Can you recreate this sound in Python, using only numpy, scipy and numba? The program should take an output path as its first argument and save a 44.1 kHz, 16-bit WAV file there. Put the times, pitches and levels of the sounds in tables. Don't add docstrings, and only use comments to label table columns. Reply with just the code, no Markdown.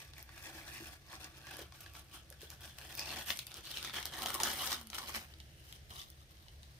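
import sys
import numpy as np
from scipy import signal
from scipy.fft import rfft, irfft, next_fast_len
from scipy.io import wavfile
from scipy.ndimage import uniform_filter1d
from numba import njit

SR = 44100
rng = np.random.default_rng(int(sys.argv[2]) if len(sys.argv) > 2 else 0)


def field_ratio(decibels):
    return 10 ** (np.asarray(decibels, dtype=float) / 20)


def digitize_waveform(pressure):
    field = np.atleast_2d(pressure).T
    bounded = np.clip(field, -1, 1)
    quanta = np.round(bounded * 32767).astype(np.int16)
    wavfile.write(sys.argv[1], SR, quanta)


N = 299434
T = np.arange(N) / SR

# start_s, left_lag_ms (left later than right), table_echo_ms, roll_ring_db
PLACE = [(0, -0.092, 1.13, -5), (1.2, -0.14, 1.19, -4.5), (2, 0.043, 1.22, -0.5), (3.2, 0.023, 1.14, -12),
         (3.6, 0.028, 0.63, -29), (4.2, 0.016, 0.99, -14.5), (4.8, 0.03, 0.976, -37),
         (5.6, 0.32, 0.98, -28), (6.79, 0.29, 0.96, -18)]


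def curve(table, t=T):
    s, *columns = np.transpose(table)
    return [np.interp(t, s, column) for column in columns]


def walk(rate_hz):
    hold = int(SR / rate_hz)
    levels = np.repeat(rng.standard_normal(N // hold + 1), hold)
    return np.sqrt(1.5) * uniform_filter1d(levels, hold)[:N]


def shape(x, gain):
    n = next_fast_len(N)
    f = np.arange(n // 2 + 1) * SR / n + 1e-3
    return irfft(rfft(x, n) * gain(f), n)[..., :N]


def colour(points):
    hz, db = np.transpose(points)
    return lambda f: field_ratio(np.interp(np.log(f), np.log(hz), db))


def resonance(f, hz, width_hz):
    return 1 / (1 + 1j * (f / hz - hz / f) * hz / width_hz)


def crackle():
    # start_s, fine_wrinkles_db (re crackle), folds_hz, hollow_under_film_hz
    sleeve = [(0, -10, 1820, 2350), (.95, -8, 1680, 2440), (1.1, -13.5, 1110, 2100),
              (1.5, -11.5, 1700, 2940), (1.95, -8, 1210, 2720), (2.93, -6, 1740, 3280),
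              (2.97, -5, 2450, 5050), (3.09, -14, 2600, 4970), (3.125, -11.5, 1970, 3200),
              (3.3, -3.5, 1750, 2880), (3.7, -11.5, 4230, 3260), (3.83, -10.5, 1850, 3430),
              (4.0, -10.5, 1620, 3180), (4.4, -2.5, 1110, 3380), (4.56, -3.5, 2030, 3250),
              (4.61, -7, 865, 3300), (4.66, -4, 1510, 3350), (4.72, -8.5, 1110, 3370),
              (4.95, -7, 1450, 3150), (5.04, -10, 1000, 3360), (5.17, -7.5, 1600, 2420),
              (6.79, -6.5, 950, 4270)]
    creases_per_s = 1700
    chance = rng.random((int(creases_per_s * N / SR), 2))
    s = chance[:, 0] * N / SR
    at = (s * SR).astype(int)
    db, low_db = effort(s)
    brightness = rng.standard_normal(len(s))
    high_db, folds_hz, hollow_hz = curve(sleeve, s)
    high_db = high_db + 1.0 * brightness
    folds_hz = folds_hz * np.exp(.08 * walk(30)[at])
    hollow_hz = hollow_hz * np.exp(.035 * walk(20)[at])
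    stands_db = np.maximum(7 + 1.5 * walk(25)[at], 0)
    flurry_db = (1.68 * walk(70) + 1.19 * walk(28))[at]
    big_db = 9 * np.tanh(-3.2 * np.log(chance[:, 1]) / 9)
    return creases(s, db + flurry_db + big_db, low_db, high_db, [folds_hz, hollow_hz], count=9,
                   spread_s=.0011, scatter_db=4, cycles=2.0, roam_ms=0.076, peak_db=stands_db, width=.12)


def effort(s):
    # start_s, length_s, end_level_db, swell_db (up to the end), large_folds_db (re crackle)
    grips = [(0, 0.066, -59, -7.5, -11), (0.129, 0.06, -53.5, 19, -7.5), (0.268, 0.17, -51, 21.5, -7),
             (0.462, 0.19, -59, -6.5, -3.5), (0.678, 0.26, -56, -3.5, -8), (1.054, 0.067, -46.5, 21, -7.5),
             (1.201, 0.057, -53, -0.5, -7), (1.34, 0.12, -59, 2, -6.5), (1.463, 0.15, -53, 3.5, -6.5),
             (1.746, 0.16, -64.5, -6, -10), (1.951, 0.021, -54, 0.5, -10.5),
             (2.072, 0.081, -53.5, 19, -8.5), (2.406, 0.016, -54.5, 8, -12.5), (2.493, 0.045, -57.5, 6, -7),
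             (2.605, 0.12, -59.5, -5, -7.5), (2.785, 0.4, -55.5, 2, -3), (2.972, 0.056, -52, 0, -4.5),
             (3.061, 0.15, -47.5, -3, -6), (3.232, 0.066, -45, 11.5, -9), (3.359, 0.085, -60, -8, -12),
             (3.463, .11, -52.5, 13.5, -1.5), (3.639, 0.15, -44, 8.5, -10.5), (3.79, 0.06, -41.5, 15, -7.5),
             (3.939, 0.035, -44, -1, -4.5), (4.027, 0.03, -48.5, 10, -4.5), (4.122, 0.11, -42, 13, -0.5),
             (4.256, 0.045, -50, -2, -2.5), (4.347, 0.011, -50, -7.5, -0.5), (4.393, 0.11, -44.5, -1, 1),
             (4.52, 0.15, -37.5, 10.5, -4), (4.72, 0.015, -41, -6.5, -7.5), (4.756, 0.031, -56, 1, 7.5),
             (4.932, 0.09, -45.5, 7.5, -4.5), (5.069, 0.017, -45.5, 6, -5), (5.142, 0.031, -44.5, 2, -5),
             (5.6, 0.15, -62, 4.5, -9.5), (5.906, 0.07, -57, -2.5, -3), (5.97, 0.047, -53, 6, -11.5)]
    attack_db_per_s, release_db_per_s = 900, 245
    settling_db, settling_folds_db = -71, -5
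    start, length, end_db, swell_db, folds_db = np.transpose(grips)[..., None]
    since = s - start
    db = end_db - swell_db * (1 - np.clip(since / length, 0, 1))
    db = db + attack_db_per_s * np.minimum(since, 0)
    db = db - release_db_per_s * np.maximum(since - length, 0)
    power = field_ratio(np.maximum(db, -150)) ** 2
    rest = field_ratio(settling_db) ** 2
    total = power.sum(0) + rest
    share_db = ((power * folds_db).sum(0) + rest * settling_folds_db) / total
    return 10 * np.log10(total), share_db


def creases(s, db, low_db, high_db, peaks_hz, count, spread_s, scatter_db, cycles, roam_ms, peak_db,
            width=0.13):
    film_low, film_high = np.log([210, 16500])
    low_zone, mid_zone, high_zone = np.log([850, 3700, 10600])
    chance = rng.random((len(s), count, 4))
    odd = rng.standard_normal((len(s), count, 3))

    place_in_band = (np.arange(count) + chance[..., 0]) / count
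    hz = np.exp(film_low + place_in_band * (film_high - film_low))
    low = np.clip((np.log(hz) - mid_zone) / (low_zone - mid_zone), 0, 1)
    high = np.clip((np.log(hz) - mid_zone) / (high_zone - mid_zone), 0, 1)
    favoured = sum(np.exp(-(np.log(hz / p[:, None]) / width) ** 2) for p in peaks_hz)

    tone_db = db[:, None] + low * low_db[:, None] + high * high_db[:, None]
    tone_db = tone_db + np.reshape(peak_db, (-1, 1)) * favoured + scatter_db * odd[..., 0]
    tone_db = tone_db - 20 * np.log10(1 + (330 / hz) ** 2)
    turns = cycles * (.5 + 3 * chance[..., 1] ** 3) * (1 + .2 / width * favoured)
    size = field_ratio(tone_db) * np.sqrt(hz / np.exp(mid_zone) / turns) * np.sign(chance[..., 2] - .5)

    start = s[:, None] - spread_s * np.log(chance[..., 3])
    lag_ms = curve(PLACE, s)[0][:, None] + roam_ms * odd[..., 1]
    side_db = 0.39 + 2.4 * (1 - low) * odd[..., 2]
    channels = []
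    for ear in (1, -1):
        ear_start = (start + ear * lag_ms / 2000) * SR
        ear_size = size * field_ratio(ear * side_db)
        channels.append(rings(ear_start.ravel(), hz.ravel(), turns.ravel(), ear_size.ravel(), N))
    return np.array(channels)


@njit
def rings(start, hz, cycles, size, length, rise=.3):
    out = np.zeros(length)
    for k in range(len(start)):
        first = int(start[k]) + 1
        late = first - start[k]
        pole = (2j * np.pi - 1 / cycles[k]) * hz[k] / SR
        z, turn = size[k] * np.exp(pole * late), np.exp(pole)
        held, ease = np.exp(-hz[k] / SR / rise * late), np.exp(-hz[k] / SR / rise)
        last = min(first + int(6 * cycles[k] * SR / hz[k]), length)
        for j in range(max(first, 0), last):
            out[j] += z.imag * (1 - held)
            z, held = z * turn, held * ease
    return out


def snaps():
    # start_s, level_db, pitch_hz, high_part_db
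    snap_list = [(0.1353, -44, 4110, -15), (0.1814, -43, 2430, -6), (0.291, -42.5, 1510, -29),
                 (1.154, -42, 5000, -20), (1.2433, -38, 5700, -8.5), (1.4695, -38, 1680, -16),
                 (1.7223, -39.5, 1080, -22), (1.8615, -36.5, 1760, -41), (1.952, -35.5, 1160, -54),
                 (2.144, -42, 1600, -18), (2.325, -42.5, 1530, -9), (2.416, -42, 3100, -6),
                 (2.785, -38, 2880, -5), (2.925, -39, 1820, -8), (2.9762, -43.5, 2460, 8.5),
                 (2.994, -29, 5270, -6), (3.058, -39, 5030, -13), (3.3037, -18.5, 2900, -30),
                 (3.315, -43, 2900, 2), (3.333, -38, 3100, -20), (3.3904, -29, 3180, -5),
                 (3.468, -42, 3600, 3), (3.517, -38.5, 3100, -12), (3.569, -43.5, 3170, 0),
                 (3.713, -37, 3350, -1.5), (3.772, -30, 3480, -31), (3.828, -32.5, 3220, -9),
                 (3.8475, -27.5, 1770, -18), (3.896, -28, 900, -39), (3.92, -47, 1580, -33),
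                 (4.0269, -35.5, 3200, -7), (4.0548, -32.5, 4660, 2), (4.137, -38, 3600, -7),
                 (4.22, -32.5, 3200, 0), (4.2599, -25.5, 3220, -6), (4.3034, -29.5, 1220, -8),
                 (4.342, -34.5, 1180, 8.5), (4.4017, -24, 1500, -12), (4.4338, -23, 6000, -4.5),
                 (4.472, -28, 1120, -12), (4.501, -34, 5800, -8), (4.515, -30, 5600, -8),
                 (4.673, -33, 5400, -3), (4.7195, -26.5, 3500, -12), (4.7282, -34, 5050, -1),
                 (4.813, -42.5, 1360, 0.5), (4.901, -37, 6400, -10), (4.931, -30.5, 1310, -38.5),
                 (4.9457, -38, 3070, -2), (4.982, -25.5, 1410, -33), (4.986, -38, 5270, -1),
                 (5.1468, -28.5, 2270, -25), (5.338, -45, 3700, -36.5), (5.402, -43, 3630, -11),
                 (5.7252, -40.5, 3240, -7), (5.9585, -42, 3530, -8), (6.015, -38, 2860, -16),
                 (6.37, -54, 3100, -17), (6.483, -45, 4460, -27), (6.6314, -46.5, 4500, -14)]
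    s, db, hz, high_db = np.transpose(snap_list)
    low_db = effort(s)[1] - 6
    crack = creases(s, db, low_db, high_db, [hz], count=28, spread_s=0.0007,
                    scatter_db=1.0, cycles=0.94, roam_ms=0.056, peak_db=9, width=0.25)
    shower = creases(s, db - 10.5, low_db, high_db, [hz], count=60, spread_s=0.0045,
                     scatter_db=2.5, cycles=1.7, roam_ms=.04, peak_db=5, width=.18)
    return crack + shower


def ticks():
    # start_s, level_db
    tick_list = [(0.227, -47), (0.425, -47.5), (0.438, -56), (1.5688, -43.5), (1.5903, -45), (1.7594, -56),
                 (1.8062, -44.5), (1.829, -55), (1.936, -51), (1.9946, -49), (2.302, -47.5),
                 (2.5025, -41.5), (2.951, -44), (3.283, -49), (3.293, -48), (3.372, -41), (3.5418, -41),
                 (3.9439, -49), (4.001, -48), (4.1874, -41), (4.233, -42), (4.665, -38), (4.8713, -44.5),
                 (5.226, -53), (5.3862, -63), (5.69, -56), (6.1014, -50.5)]
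    s, db = np.transpose(tick_list)
    return creases(s, db, 0 * s - 18, 0 * s + 1.5, [], count=24, spread_s=.0008,
                   scatter_db=3.5, cycles=1.4, roam_ms=.04, peak_db=0)


def knocks():
    # start_s, level_db, pitch_hz
    knock_list = [(0.549, -48, 326), (0.804, -41, 317), (0.822, -42, 324), (1.133, -37, 1110),
                  (1.591, -38, 490), (1.615, -38, 404), (2.311, -45.5, 520), (2.431, -40, 422),
                  (4.256, -30, 705), (4.4037, -27, 910)]
    s, db, hz = np.transpose(knock_list)
    return rings(s * SR, hz, 0 * s + 2.4, field_ratio(db), N)


def groan():
    # start_s, length_s, first_hz, last_hz, level_db
    drag = (4.5, 0.43, 310.5, 204.5, -61)
    start, length, first_hz, last_hz, db = drag
    part = np.clip((T - start) / length, 0, 1)
    phase = 2 * np.pi * np.cumsum(first_hz + part * (last_hz - first_hz)) / SR
    return field_ratio(db) * 2 * np.sqrt(part * (1 - part)) * np.sin(phase)


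def roll_ring(film):
    # centre_hz, width_hz, relative_db
    roll_modes = [(313, 21, 17), (665, 78, 1), (1144, 39, 8), (1680, 24, 0)]
    return shape(film, lambda f: sum(field_ratio(db) * resonance(f, hz, w) for hz, w, db in roll_modes))


def table_mirror(near, echo_ms):
    left, right = near
    late_left = np.interp(T - (echo_ms + .03) / 1000, T, left)
    late_right = np.interp(T - (echo_ms - .03) / 1000, T, right)
    return field_ratio(-10) * np.array([late_left, late_right])


def ports(noise, alike_hz):
    side = lambda f: np.clip(.2 + .8 * f / alike_hz, 0, 1)
    mid = lambda f: np.sqrt(2 - side(f) ** 2)
    return shape(noise[0], mid) + shape(noise[1], side) * np.array([[1], [-1]])


def room(x, t60_s, db, first_s):
    fade = np.exp(-np.log(1000) * T / t60_s) * (T > first_s)
    diffuse = ports(rng.standard_normal((2, N)) * fade, 1000)
    tail = shape(diffuse, lambda f: 1 / (1 + 1j * f / 9000))
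    tail = tail[:, :SR] / np.sqrt((tail ** 2).sum(1).mean())
    return field_ratio(db) * signal.fftconvolve(x.mean(0)[None], tail, axes=1)[:, :N]


def room_tone():
    # freq_hz, relative_db
    tone_points = [(15, -34), (25, 8), (130, 1), (270, -14), (677, -12), (1000, -26.5), (1700, -13.5),
                   (3340, -16), (12500, -36), (16000, -44)]
    # centre_hz, width_hz, power_db
    low_modes = [(72, 11, 9), (135, 14, 4), (325, 16, 9)]
    level_db, waver_db = -57.5, 0.8
    boom = lambda f: 1 + sum(field_ratio(db) * abs(resonance(f, hz, w)) ** 2 for hz, w, db in low_modes)
    hiss = ports(rng.standard_normal((2, N)), 1400)
    air = shape(shape(hiss, colour(tone_points)), boom)
    return air / air.std() * field_ratio(level_db + waver_db * walk(3))


def scene():
    _, echo_ms, ring_db = curve(PLACE)
    echo_ms = echo_ms * (1 + .03 * walk(12))
    film = crackle() + snaps() + ticks()
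    near = film + field_ratio(ring_db) * roll_ring(film) + knocks() + groan()
    near = near + table_mirror(near, echo_ms)
    return near + room(near, t60_s=0.15, db=-7.0, first_s=0.0048) + room_tone()


def roll_off(x):
    return signal.sosfilt(signal.butter(12, 16820, fs=SR, output="sos"), x)


def record(dry):
    # freq_hz, gain_db
    housing = [(30, -11), (55, 0.5), (1900, -2), (2500, -3), (3150, -1.5), (4500, 1), (5900, 3.5),
               (7500, 0.5), (9000, 7), (10700, 4), (12700, 9), (15500, 6.5), (16200, -36)]
    mix = shape(dry, colour(housing))
    return roll_off(mix)


dry = scene()
out = record(dry)
digitize_waveform(out)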